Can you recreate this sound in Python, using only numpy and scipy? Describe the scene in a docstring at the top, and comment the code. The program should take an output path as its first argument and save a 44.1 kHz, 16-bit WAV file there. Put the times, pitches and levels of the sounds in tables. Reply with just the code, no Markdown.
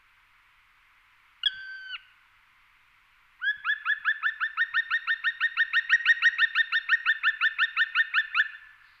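"""A mountain forest: a large woodpecker on a trunk gives one drawn-out falling call, then a long fast
series of ringing notes, each an upward slur that snaps onto a held pitch. The voice is a harmonic stack
with a faint rasp. Trees scatter a long echo with a late, dull tail, over a far rush of air or water; a
faint, high distant bird comes at the end. The recorder adds faint mains hum and hiss and bends a little
on loud notes."""
import sys
import numpy as np
from scipy import signal
from scipy.fft import rfft, irfft, next_fast_len
from scipy.io import wavfile
from scipy.ndimage import uniform_filter1d, map_coordinates

SR = 44100
rng = np.random.default_rng(int(sys.argv[2]) if len(sys.argv) > 2 else 0)


def int16_out(signal):
    """Quantize to a 16-bit WAV file."""
    q = np.round(np.clip(np.atleast_2d(signal).T, -1, 1) * 32767)
    wavfile.write(sys.argv[1], SR, q.astype(np.int16))


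N = 396900


def amp(db):
    return 10 ** (np.asarray(db) / 20)


def unit_rms(x):
    return x / np.sqrt(np.mean(x ** 2) + 1e-20)


def log_interp(points, hz):
    """Interpolate (Hz, value) points on a log frequency axis."""
    point_hz, values = np.transpose(points)
    return np.interp(np.log(hz + 1), np.log(point_hz + 1), values)


def wobble(knots_per_s):
    """Smooth random curve."""
    knots = rng.standard_normal(int(N * knots_per_s / SR) + 4)
    return map_coordinates(knots, [np.arange(N) * knots_per_s / SR])


def filtered(x, response):
    """Zero-phase filter with gain response(hz)."""
    size = next_fast_len(N + SR // 2)
    return irfft(rfft(x, size) * response(np.fft.rfftfreq(size, 1 / SR)), size)[:N]


def noise(spectrum):
    """Unit-rms noise. Each spectrum row: frequency in Hz, relative density in dB."""
    return unit_rms(filtered(rng.standard_normal(N), lambda hz: amp(log_interp(spectrum, hz))))


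def background():
    """Far rush of air or water, a faint high bird at the end; recorder hiss, rumble, hum and bumps."""
    # Each row: frequency in Hz, relative density in dB.
    rush_spectrum = [(400, -38), (700, -25), (850, -14), (1000, -4), (1500, -2), (1750, -5), (2100, 0),
                     (2600, -5), (3500, -15), (5200, -27), (7000, -38), (9000, -70)]
    hiss_spectrum = [(20, 4), (32, 4), (45, -2), (70, -10), (200, -20), (600, -25.5), (5000, -31),
                     (15000, -30)]
    bump_spectrum = [(20, -6), (60, 0), (130, -3), (250, -14), (500, -35), (1200, -80)]
    distant_bird_spectrum = [(2500, -40), (3600, -3), (4200, 0), (4800, -4), (6000, -40)]
    # Each row: frequency in Hz, rms level in dB.
    hum_lines = [(100, -85), (200, -98), (300, -97)]
    # Each row: start in seconds, level in dB before a 12 dB lift.
    bump_hits = [(1.45, -72), (1.535, -65), (3.56, -70), (3.98, -75), (4.72, -75), (4.89, -75)]
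    # Each row: time in seconds, level in dB.
    distant_bird_levels = [(8.75, -95), (8.82, -76), (8.9, -73), (9.0, -75)]
    t = np.arange(N) / SR
    rush = amp(-62 + .5 * wobble(2)) * noise(rush_spectrum)
    hum = sum(amp(db + 3 + 2.5 * wobble(.8)) * np.sin(2 * np.pi * hz * t) for hz, db in hum_lines)
    bump_envelope = np.zeros(N)
    for start_s, db in bump_hits:
        age_s = np.maximum(t - start_s, 0)
        bump_envelope += amp(db + 12 - 60 * age_s / .2) * (1 - np.exp(-age_s / .01))
    bumps = noise(bump_spectrum) * bump_envelope
    distant_bird_db = np.interp(t, *np.transpose(distant_bird_levels)) + 3 * wobble(30)
    distant_bird = amp(distant_bird_db) * noise(distant_bird_spectrum)
    return distant_bird + rush + amp(-72) * noise(hiss_spectrum) + hum + bumps


def lingering_whistle():
    """Faint wavering tone at the start: a whistle's last echo."""
    # Each row: time in seconds, pitch in Hz, level in dB.
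    contour = [(0, 1565, -70), (.25, 1570, -73), (.34, 1570, -90)]
    at_s, hz, db = np.transpose(contour)
    t = np.arange(N) / SR
    phase = 2 * np.pi * np.cumsum(np.interp(t, at_s, hz)) / SR
    return amp(np.interp(t, at_s, db) + 3 * wobble(25)) * np.sin(phase) * (t < at_s[-1])


def late_echo_tail(x, delay_s=.44, smear_s=.05, cutoff_hz=2000):
    """Late, dull, smeared tail of the forest echo."""
    t = np.arange(SR // 2) / SR
    smear = rng.standard_normal(len(t)) * np.exp(-.5 * ((t - 3 * smear_s) / smear_s) ** 2)
    impulse = np.pad(smear / np.linalg.norm(smear), (round((delay_s - 3 * smear_s) * SR), 0))
    echo = signal.fftconvolve(x, impulse)[:N]
    return amp(-31) * filtered(echo, lambda hz: 1 / (1 + (hz / cutoff_hz) ** 4))


def forest_echo(x, swell_s=.045, clump_db=3, beam_hz=3000):
    """Echoes off the ground and near trunks, then scatter that swells and dies, treble first."""
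    # Each row: delay in seconds, gain in dB.
    near_paths = [(.006, -12), (.013, -25), (.022, -27)]
    # Each row: frequency in Hz, T60 in seconds.
    decay_times = [(900, .8), (1600, .95), (2600, .85), (3300, .75), (6000, .7)]
    # Each row: frequency in Hz, relative level in dB.
    scatter_spectrum = [(700, -30), (1000, -10), (1350, -3.5), (1550, 5), (1850, 5), (2200, 2), (2700, 3.5),
                        (3300, 0), (3700, 4.5), (4200, 5), (4800, 1.5), (5500, 7), (8000, -6)]
    # The head turns. Each row: time in seconds, treble sent to the trees over direct treble in dB.
    head_turns = [(1.9, -4.5), (3.4, 3.5), (5.5, 3), (6.0, 1.2), (8.4, 0)]
    hz, t, bins = signal.stft(rng.standard_normal(2 * SR), SR, nperseg=256)
    decay_db = 60 * t / log_interp(decay_times, hz)[:, None]
    envelope = amp(log_interp(scatter_spectrum, hz)[:, None] - decay_db) * (1 - np.exp(-t / swell_s))
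    tail = signal.istft(bins * envelope, SR, nperseg=256)[1]
    tail *= amp(clump_db * wobble(40)[:len(tail)])  # trunks stand in clumps
    near = sum(amp(db) * np.pad(x, (round(delay_s * SR), 0))[:N] for delay_s, db in near_paths)
    beamed = filtered(x, lambda hz: 1 / (1 + (beam_hz / (hz + 1)) ** 6))
    turn_gain = amp(np.interp(np.arange(N) / SR, *np.transpose(head_turns)))
    sent = x + beamed * (turn_gain - 1)
    return near + amp(-21.6) * signal.fftconvolve(sent, tail / np.linalg.norm(tail))[:N]


def sing(track, contour):
    """Add one call. Each row: time in seconds, pitch in Hz, dB of harmonics 1, 2, 3, 4 and 5-9."""
    # Relative levels of harmonics 5 to 9 in dB.
    upper_mix_db = [0, -5, -15, -17, -22]
    at_s, hz, db1, db2, db3, db4, upper_db = np.transpose(contour)
    t = at_s[0] + np.arange(SR) / SR
    smooth = lambda values: uniform_filter1d(np.interp(t, at_s, values), size=66, mode="nearest")
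    pitch_hz = smooth(hz) * (1 + .004 * wobble(120)[:len(t)])
    phase = 2 * np.pi * np.cumsum(pitch_hz) / SR
    rough_db3 = db3 + 1.5 * rng.standard_normal(len(at_s))
    rough_db4 = db4 + 2.5 * rng.standard_normal(len(at_s))
    lower = sum(amp(smooth(db)) * np.sin(k * phase)
                for k, db in enumerate([db1, db2, rough_db3, rough_db4], 1))
    flutter_db = 3 * unit_rms(uniform_filter1d(rng.standard_normal(len(t)), size=40))
    upper = sum(amp(db) * np.sin(k * phase) for k, db in enumerate(upper_mix_db, 5))
    upper *= amp(smooth(upper_db) + flutter_db)
    rasp = amp(smooth(db4) - 7.5) * signal.lfilter([1], [1, -.78], rng.standard_normal(len(t)))
    track[round(at_s[0] * SR):][:len(t)] += (lower + upper + rasp) * (t < at_s[-1])


def yelp(start_s, length_s, start_hz, end_hz, db, rise_s=.003, fall_s=.004):
    """Contour of a short cry led by the octave: drops onto its pitch, holds, dies."""
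    # Relative levels of harmonics 1, 2, 3, 4 and 5-9 in dB.
    mix_db = [0, 10, -17, -36, -30]
    end_s = start_s + length_s
    shape = [(start_s - rise_s, 1.11 * start_hz, -42), (start_s, start_hz, 0),
             (start_s + .65 * length_s, .99 * start_hz, 0), (end_s, end_hz, -1.5),
             (end_s + fall_s, end_hz, -22), (end_s + 2 * fall_s, end_hz, -50)]
    return [(at_s, hz, *(db + gain_db + np.array(mix_db))) for at_s, hz, gain_db in shape]


def ringing_note(start_s, slur_s, hold_s, held_hz, early1, late1, hold2, hold3):
    """Contour of an upward slur snapping onto a held pitch. Numbered names: that harmonic's dB."""
    # Each row: time in seconds, rise of the hold in Hz/s, slur levels of harmonics 1, 2, 3 in dB.
    series_drift = [(3.65, 1800, -24.5, -35, -55), (4.5, 1750, -22.5, -35, -53),
                    (4.75, 1150, -22, -31.5, -46.5), (5.5, 1050, -24.3, -28.5, -45),
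                    (6.05, 1150, -22.7, -22.3, -39.5), (6.7, 1150, -23, -27, -39.5),
                    (7.1, 800, -20.3, -25.5, -46.5), (7.6, 700, -20.2, -24.6, -42.5),
                    (8.35, 400, -21, -24, -42)]
    at_s, *columns = np.transpose(series_drift)
    rise_hz_per_s, slur1, slur2, slur3 = [np.interp(start_s, at_s, column) for column in columns]
    crest_hz = 1465 + .3 * (held_hz - 1800)  # the slur's top follows the held pitch
    knee_hz = crest_hz - 4700 * slur_s  # a longer slur starts lower
    end_hz = held_hz + rise_hz_per_s * hold_s
    snap_s = start_s + slur_s
    stop_s = snap_s + hold_s
    upper_db = .5 * early1 + .75 * slur2 - 35.7  # louder notes are brighter
    # A low start or a strong octave thins the fundamental.
    onset1 = slur1 - .055 * (1310 - knee_hz) - .45 * (slur2 + 29)
    return [
        # Faint lead-in, then the slur; the octave speaks first.
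        (start_s - .014, .7 * knee_hz, onset1 - 48, slur2 - 45, slur3 - 45, upper_db - 40, upper_db - 45),
        (start_s - .002, .77 * knee_hz, onset1 - 31, slur2 - 14, slur3 - 18,
         upper_db - 15, upper_db - 25),
        (start_s + .001, .83 * knee_hz, onset1 - 24, slur2 + .7, slur3 - 11, slur3 - 20, slur3 - 31),
        (start_s + .004, .975 * knee_hz, onset1 - 9.5, slur2 + 1.5, slur3 - 5, slur3 - 23, slur3 - 30),
        (start_s + .009, knee_hz, onset1 - 6, slur2, slur3 - 1, slur3 - 28, slur3 - 31),
        (start_s + .5 * slur_s + .001, .5 * (crest_hz + knee_hz), slur1 - 4, slur2, slur3 + 2.2,
         slur3 - 29, slur3 - 29),
        (snap_s - .007, crest_hz, slur1 + 1.2, slur2 - 3, slur3 - 5, slur3 - 23, slur3 - 28),
        # Snap and hold.
        (snap_s - .001, 1.065 * crest_hz, early1 - 1.2, slur2 - 9, slur3 - 16,
         upper_db - 3, upper_db - 15),
        (snap_s + .003, .99 * held_hz, early1 + 1.2, hold2 - 1.2, hold3, upper_db + 1.2, upper_db - 15),
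        (snap_s + .45 * hold_s, .6 * held_hz + .4 * end_hz, .6 * early1 + .4 * late1,
         hold2 + 1.2, hold3 + 1.2, upper_db + 3, upper_db - 12),
        (stop_s - .010, end_hz, late1, hold2 - 1.2, hold3 - 1.2, upper_db - 2.2, upper_db - 14),
        # The note flicks down and dies, then a brief echo-like blip.
        (stop_s - .006, .97 * end_hz, late1 - 3, hold2 - 4, hold3 - 6, upper_db - 11, upper_db - 21),
        (stop_s - .003, .94 * end_hz, late1 - 11, hold2 - 9, hold3 - 15, upper_db - 21, upper_db - 26),
        (stop_s, .9 * end_hz, late1 - 5, hold2 - 12, hold3 - 21, upper_db - 24, upper_db - 28),
        (stop_s + .004, .82 * end_hz, late1 - 45, hold2 - 45, hold3 - 45, upper_db - 50, upper_db - 60)]


def woodpecker():
    """Two yelps, a held whistle that falls, a soft slow opener and the series, on unsteady breath."""
    # Each row: start and length in seconds, start and end pitch in Hz, fundamental in dB.
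    yelps = [(1.435, .006, 1450, 1450, -32), (1.458, .018, 1690, 1600, -27.8)]
    # Each row: time in seconds, pitch in Hz, harmonics 1, 2, 3 in dB.
    whistle = [(1.472, 1600, -75, -75, -90), (1.479, 1565, -36, -38, -55), (1.495, 1520, -41, -52, -58),
               (1.55, 1548, -39, -58, -61), (1.73, 1550, -37, -58, -57), (1.85, 1535, -41, -51, -54),
               (1.92, 1510, -40, -41, -52), (1.948, 1420, -33, -28, -48), (1.955, 1300, -41, -32, -58),
               (1.961, 1080, -60, -35, -47), (1.966, 880, -65, -43, -39), (1.969, 800, -90, -90, -90)]
    # Each row: time in seconds, pitch in Hz, harmonics 1, 2 in dB.
    opener = [(3.385, 880, -78, -68), (3.40, 975, -57, -51), (3.41, 1155, -53, -64), (3.42, 1395, -36, -54),
              (3.44, 1525, -28, -45), (3.47, 1640, -22.5, -35), (3.512, 1722, -23, -36),
              (3.522, 1660, -40, -60), (3.526, 1620, -90, -100)]
    # Each row: start, slur and hold in seconds, held pitch in Hz, then hold levels in dB of the
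    # fundamental early and late and of harmonics 2, 3.
    notes = [(3.646, .042, .048, 1680, -23.4, -17.9, -35, -66),
             (3.854, .037, .043, 1690, -23.2, -16.7, -36, -66),
             (4.048, .033, .043, 1708, -19.9, -18.5, -37, -66.5),
             (4.227, .034, .044, 1742, -18, -25.2, -39, -63),
             (4.405, .03, .042, 1755, -20.4, -27.6, -41, -65),
             (4.572, .034, .036, 1810, -21.1, -20, -38, -59),
             (4.739, .031, .039, 1810, -21.5, -20.4, -35, -57),
             (4.906, .032, .041, 1822, -21.5, -23.5, -36, -59),
             (5.073, .03, .042, 1812, -21.5, -23.5, -36, -61),
             (5.24, .027, .042, 1820, -21.4, -24.5, -36, -60),
             (5.406, .028, .04, 1838, -19.9, -21.3, -36, -61),
             (5.569, .032, .034, 1822, -19.1, -17.9, -34.5, -56),
             (5.733, .031, .036, 1828, -18.8, -17.8, -33, -53),
             (5.896, .033, .032, 1862, -15.5, -12.5, -37, -44.5),
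             (6.056, .033, .038, 1840, -16.6, -14.3, -32, -47.5),
             (6.221, .033, .035, 1855, -15.7, -13, -33, -44.5),
             (6.384, .034, .037, 1805, -19.1, -17, -30, -54),
             (6.551, .032, .038, 1800, -19.5, -17.8, -29, -57),
             (6.722, .03, .039, 1800, -19.4, -22.7, -30, -54),
             (6.889, .037, .03, 1845, -15.9, -16.5, -40, -48.5),
             (7.058, .035, .036, 1782, -16.8, -20.1, -31, -63),
             (7.235, .037, .034, 1772, -16, -18.7, -32, -61),
             (7.41, .039, .035, 1782, -17.2, -18.9, -31, -58.5),
             (7.587, .038, .033, 1800, -17.4, -22.2, -29, -53.5),
             (7.768, .041, .033, 1795, -17.7, -20.3, -32.5, -57.5),
             (7.951, .041, .034, 1810, -17.7, -18.8, -34, -62.5),
             (8.139, .042, .033, 1775, -15.8, -20.1, -31, -58),
             (8.346, .051, .025, 1770, -15.4, -15.7, -33, -60)]
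    calls = [yelp(*row) for row in yelps]
    # Higher harmonics follow the last one listed.
    calls.append([(*row, row[-1] - 27, row[-1] - 43) for row in whistle])
    calls.append([(*row, row[-1] - 26, row[-1] - 36, row[-1] - 52) for row in opener])
    calls += [ringing_note(*row) for row in notes]
    voice = np.zeros(N + SR)
    for contour in calls:
        sing(voice, contour)
    return voice[:N] * amp(.8 * wobble(150))


def scene():
    """Bird, echoes and background, mono."""
    bird = woodpecker()
    return (bird + forest_echo(bird) + late_echo_tail(bird) + lingering_whistle() + background())[None]


def record(dry):
    """A slightly lopsided preamplifier turns loud notes into faint low thuds; then a band limit."""
    thuds = filtered(dry[0] ** 2, lambda hz: (hz > 15) / (1 + (hz / 500) ** 2))
    return filtered(dry[0] + .1 * thuds, lambda hz: hz < 15130)[None]


dry = scene()
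out = record(dry)
int16_out(out)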